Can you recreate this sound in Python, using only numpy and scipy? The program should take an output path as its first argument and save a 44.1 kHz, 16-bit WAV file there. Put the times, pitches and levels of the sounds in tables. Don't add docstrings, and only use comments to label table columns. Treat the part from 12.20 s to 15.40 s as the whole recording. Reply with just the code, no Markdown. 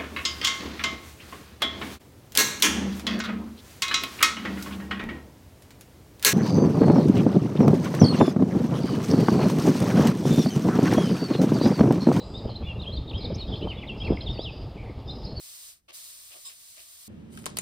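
import sys
import numpy as np
from scipy import signal
from scipy.io import wavfile
from scipy.ndimage import map_coordinates

SR = 44100
rng = np.random.default_rng(int(sys.argv[2]) if len(sys.argv) > 2 else 0)


def to_wav(sig):
    pcm = np.clip(np.atleast_2d(sig), -1, 1) * 32767
    pcm = np.round(pcm).astype(np.int16)
    wavfile.write(sys.argv[1], SR, pcm.T)


N = 141120
TIME = np.arange(N) / SR


def from_db(db):
    return 10 ** (np.asarray(db) / 20)


def unit_rms(x):
    return x / np.sqrt(np.mean(np.abs(x) ** 2) + 1e-20)


def bandpass(x, low_hz, high_hz, order):
    return signal.sosfilt(signal.butter(order, [low_hz, high_hz], "band", fs=SR, output="sos"), x)


def drift(rate_hz):
    pole = np.exp(-20 * np.pi * rate_hz / SR)
    white = rng.standard_normal(N // 10 + 4002)
    slow = signal.lfilter([1], [1, -2 * pole, pole * pole], white)[4000:]
    return np.interp(np.arange(N) / 10, np.arange(len(slow)), unit_rms(slow))


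def blurred_tone(hz, width_hz):
    wander = drift(width_hz) + 1j * drift(width_hz)
    return unit_rms(np.real(wander * np.exp(2j * np.pi * hz * TIME)))


def banded_noise(spectrum, flicker_db, flicker_hz):
    points_hz, points_db = np.transpose(spectrum)
    out, common, white = 0, drift(flicker_hz), rng.standard_normal((2, N))
    for k, hz in enumerate(24 * 2 ** (np.arange(20) / 2)):
        if points_hz[0] / 1.5 < hz < 1.5 * points_hz[-1]:
            band = bandpass(white[k % 2], hz / 1.19, hz * 1.19, order=4)
            band_db = np.interp(np.log(hz), np.log(points_hz), points_db)
            out += from_db(band_db + flicker_db * (common + drift(flicker_hz))) * band
    return unit_rms(out)


# peak t/s, rise/dB, half width/s
GUSTS = [(.275, 6, 0.072), (0.949, 6.5, 0.038), (1.092, 8, 0.1), (1.326, 9, 0.037), (1.455, 9, 0.041),
         (1.913, 14.5, 0.065), (2.088, 5, 0.063)]

def gust_gain():
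    return from_db(sum(db * np.exp(-((TIME - peak_s) / width_s) ** 2) for peak_s, db, width_s in GUSTS))


# f/Hz, relative density/dB
RUMBLE_SPECTRUM = [(22, -13.5), (50, -2.5), (75, -1), (110, -6.5), (160, -10.5), (250, -21.5), (500, -58)]
RUSH_SPECTRUM = [(100, -6.5), (200, 4.5), (450, -1.5), (650, -9), (1000, -20.5), (2000, -36), (4000, -46)]
FAR_WIND_SPECTRUM = [(100, -6.5), (500, -1), (900, -3.5), (1600, -23.5), (3000, -28), (7000, -39.5),
                     (15000, -43.5)]

def wind():
    rumble = from_db(-37) * banded_noise(RUMBLE_SPECTRUM, flicker_db=2.5, flicker_hz=24.8)
    rush = from_db(-43.5) * banded_noise(RUSH_SPECTRUM, flicker_db=3.0, flicker_hz=27.2)
    far_wind = from_db(-49) * banded_noise(FAR_WIND_SPECTRUM, flicker_db=-1.05, flicker_hz=4.6)
    return gust_gain() * (rumble + rush) + far_wind


def drone():
    return from_db(-44.5) * blurred_tone(116.35, width_hz=3.8)


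# f/Hz, relative density/dB
CHORUS_SPECTRUM = [(1750, -25.5), (2350, 5.5), (3000, 2), (5000, -2.5), (6000, -21), (8000, -30.5)]

def chorus():
    return from_db(-60.5) * banded_noise(CHORUS_SPECTRUM, flicker_db=1, flicker_hz=20)


def thin_call():
    swell = np.exp(-((TIME - 0.077) / 0.17) ** 2)
    return from_db(-68.5) * swell * blurred_tone(7520, width_hz=670)


# start t/s, length/s, f/Hz, level/dB
FAR_WHISTLES = [ (0, 0.0063, 4000, -47.5), (0, 0.29, 4880, -57), (.27, 0.057, 3130, -55.5),
                (0.294, .015, 4180, -48), (0.422, 0.063, 2436, -55.5), (0.982, 0.12, 2310, -58.5),
                (0.995, .15, 4940, -55.5), (1.258, 0.13, 4960, -57.5), (1.271, 0.098, 3500, -51.5),
                (1.504, 0.07, 2214, -55.5), (1.76, 0.22, 5015, -56), (2.297, 0.12, 4840, -55),
                (2.56, 0.057, 2350, -53.5), (2.654, .03, 2120, -54.5), (2.859, 0.21, 5020, -54),
                (3.06, 0.054, 4300, -51.5)]

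def far_birds(attack_s=0.002, fade_s=0.058):
    out = np.zeros(N)
    for start_s, length_s, hz, db in FAR_WHISTLES:
        t = TIME - start_s
        rise = np.clip(t / (attack_s + length_s / 10), 0, 1)
        fade = np.exp(-np.clip((t - length_s) / fade_s, 0, 20))
        out += from_db(db) * rise * fade * blurred_tone(hz, width_hz=158)
    return out


# start t/s, length/s, level/dB, f/Hz at even steps through the syllable
SONG_SYLLABLES = [ (.138, 0.046, -40.5, [3460, 3650, 3760, 4040]),
                  (.166, 0.04, -47, [3930, 5090, 4050, 3560]),
                  (.348, 0.029, -41, [3520, 3640, 4120, 4020, 4050]),
                  (.42, 0.1, -49, [3210, 3450, 3390, 3080]),
                  (.464, 0.074, -42, [2820, 2854, 2800, 2690, 2710]),
                  (.59, 0.031, -46.5, [3770, 3800, 3530, 2820]),
                  (.61, 0.041, -42, [3050, 4120, 3635, 3230, 2400]),
                  (.652, 0.055, -40.5, [2440, 3060, 3225, 3330, 3460]),
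                  (.712, 0.06, -41.5, [3350, 3845, 4180, 4200, 3870, 3000]),
                  (.759, 0.03, -38.5, [3420, 4790, 3860, 3640, 3740]),
                  (.871, 0.03, -45, [3730, 3730, 3520, 2840]),
                  (.889, 0.032, -41, [3050, 4360, 3730, 3570, 3020, 2430]),
                  (.931, 0.055, -38, [2430, 3050, 3157, 3295, 3320]),
                  (.968, 0.043, -49.5, [4800, 5080, 5080, 4880, 4400]),
                  (1.002, 0.041, -39.5, [3840, 4216, 4120, 3680, 3180]),
                  (1.037, 0.031, -37, [3430, 4450, 3940, 3640, 3380]),
                  (1.136, 0.028, -44, [4840, 4880, 5300, 5590, 6440, 5200]),
                  (1.18, 0.063, -40, [4080, 4280, 4370, 4080, 3740, 3770, 3840]),
                  (1.318, 0.042, -39, [3520, 3300, 3095, 3340, 3350, 2400]),
                  (1.414, .042, -41.5, [2500, 2970, 3070, 3120]),
                  (1.47, 0.067, -38.5, [3056, 3154, 3080, 2950, 2575, 1900]),
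                  (1.567, 0.034, -46, [3300, 3430, 3360]), (1.613, 0.034, -43, [3170, 2890, 2290, 1960]),
                  (1.666, 0.025, -50.5, [2250, 3980, 3750, 3300]),
                  (1.683, 0.043, -35.5, [3530, 2950, 2723, 2682, 2620]),
                  (1.8, 0.039, -36, [3035, 3254, 3290, 3030]),
                  (1.834, .053, -40.5, [2740, 2650, 2710, 2413, 1890]),
                  (1.966, 0.013, -38, [5300, 2490, 2380]), (2.004, 0.018, -36.5, [2750, 4130, 3660, 2900]),
                  (2.01, 0.043, -48, [4650, 5160, 4100]), (2.06, 0.03, -34.5, [3820, 3680, 3370, 2820]),
                  (2.086, 0.034, -33, [3250, 3610, 3636, 3700]),
                  (2.105, 0.095, -50, [5580, 5200, 4660, 4500, 4600]),
                  (2.18, 0.077, -48, [4470, 4640, 4900, 5300, 4700]),
                  (2.173, .066, -44, [2497, 3080, 3600, 3950, 4260]),
                  (2.226, 0.078, -40.5, [4123, 3900, 3330, 2910, 2670, 2465]),
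                  (2.876, 0.059, -42, [3750, 3600, 3710, 4150, 3800, 3540]),
                  (3.034, 0.043, -44, [3960, 4510, 5220, 4130, 4140]),
                  (3.158, 0.056, -42, [4410, 4520, 4200, 3700])]
OVERTONES_DB = [-39, -47]

def birdsong(syllables, attack_s=0.0037, release_s=0.0026, swell_db=11, half_power_hz_per_s=170000):
    out = np.zeros(N)
    pitch_waver, waver_db = 1 + 0.0086 * drift(230), 2.5 * drift(60)
    for start_s, length_s, db, pitches_hz in syllables:
        on = (TIME >= start_s) & (TIME < start_s + length_s)
        t = TIME[on] - start_s
        position = t / length_s * (len(pitches_hz) - 1)
        hz = map_coordinates(np.array(pitches_hz, float), [position], order=3, mode="nearest")
        ramp = np.clip(np.minimum(t / attack_s, (length_s - t) / release_s), 0, 1)
        gate = np.sin(np.pi / 2 * ramp) ** 2
        swell = from_db(db - swell_db * (2 * t / length_s - 1) ** 2 + waver_db[on])
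        glide_loss = np.hypot(1, np.gradient(hz) * SR / half_power_hz_per_s)
        phase = 2 * np.pi * np.cumsum(hz * pitch_waver[on]) / SR
        overtones = sum(gain * np.sin(k * phase) for k, gain in enumerate(from_db(OVERTONES_DB), 2))
        out[on] += np.sqrt(2) * gate * swell / glide_loss * (np.sin(phase) + overtones)
    return out


def hillside(sound, t60_s, build_s, cutoff_hz=5470):
    t = TIME[:SR]
    build_up = 1 - np.exp(-(t / build_s) ** 2)
    echoes = rng.standard_normal(SR) * from_db(-60 * t / t60_s) * build_up
    dulled = signal.sosfilt(signal.butter(12, cutoff_hz, fs=SR, output="sos"), sound)
    return signal.fftconvolve(dulled, echoes / np.linalg.norm(echoes))[:N]


# peak t/s, push level/dB, f/Hz
EDDIES = [(0.2589, -20, 360), (0.2943, -24, 720), (1.474, -26, 760), (1.9037, -18.5, 490), (1.908, -9, 304),
          (1.9227, -14.5, 384), (1.932, -23.5, 540), (2.194, -21.5, 510), (2.699, -29, 314)]

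def buffets(push_cycles=0.63, flutter_s=0.011, stir_s=0.017, stir_low_hz=432, stir_high_hz=918):
    knocks = np.zeros(N)
    stir = from_db(-55) * (gust_gain() - 1)
    for peak_s, db, hz in EDDIES:
        away_s = np.abs(TIME - peak_s)
        push = -np.cos(2 * np.pi * away_s * hz) * np.exp(-(away_s * hz / push_cycles) ** 2)
        turbulence = unit_rms(bandpass(rng.standard_normal(N), hz / 2, hz * 1.2, order=3))
        flutter = from_db(-16.5) * turbulence * np.exp(-away_s / flutter_s)
        knocks += from_db(db) * (push + flutter)
        stir_peak = from_db(-31 + 0.62 * db) * hz / stir_low_hz
        stir = np.maximum(stir, stir_peak * np.exp(-away_s / stir_s))
    port_noise = bandpass(rng.standard_normal((2, N)), stir_low_hz, stir_high_hz, order=3)
    return knocks + stir * unit_rms(port_noise)


def twitter(from_s=0.9, to_s=2.15, rate_per_s=24, length_s=0.045, level_db=-52):
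    draws = rng.standard_normal((60, 5))
    starts_s = from_s + (np.arange(len(draws)) + 0.5 * draws[:, 0]) / rate_per_s
    glides_hz = 3454 + 550 * draws[:, 1:]
    return birdsong([(start_s, length_s, level_db, glide_hz)
                     for start_s, glide_hz in zip(starts_s, glides_hz) if 0 < start_s < to_s])


def scene():
    song = birdsong(SONG_SYLLABLES)
    slope_echoes = from_db(-12) * hillside(song, t60_s=0.82, build_s=0.034)
    ground_echoes = from_db(-9.5) * hillside(song, t60_s=0.16, build_s=0.009)
    twitter_echoes = hillside(twitter(), t60_s=0.12, build_s=0.0013)
    distant_birds = twitter_echoes + chorus() + thin_call() + far_birds()
    return song + slope_echoes + ground_echoes + distant_birds + buffets() + wind() + drone()


def record(dry):
    return signal.sosfiltfilt(signal.ellip(10, 0.1, 70, 15750, fs=SR, output="sos"), dry)


dry = scene()
out = record(dry)
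to_wav(out)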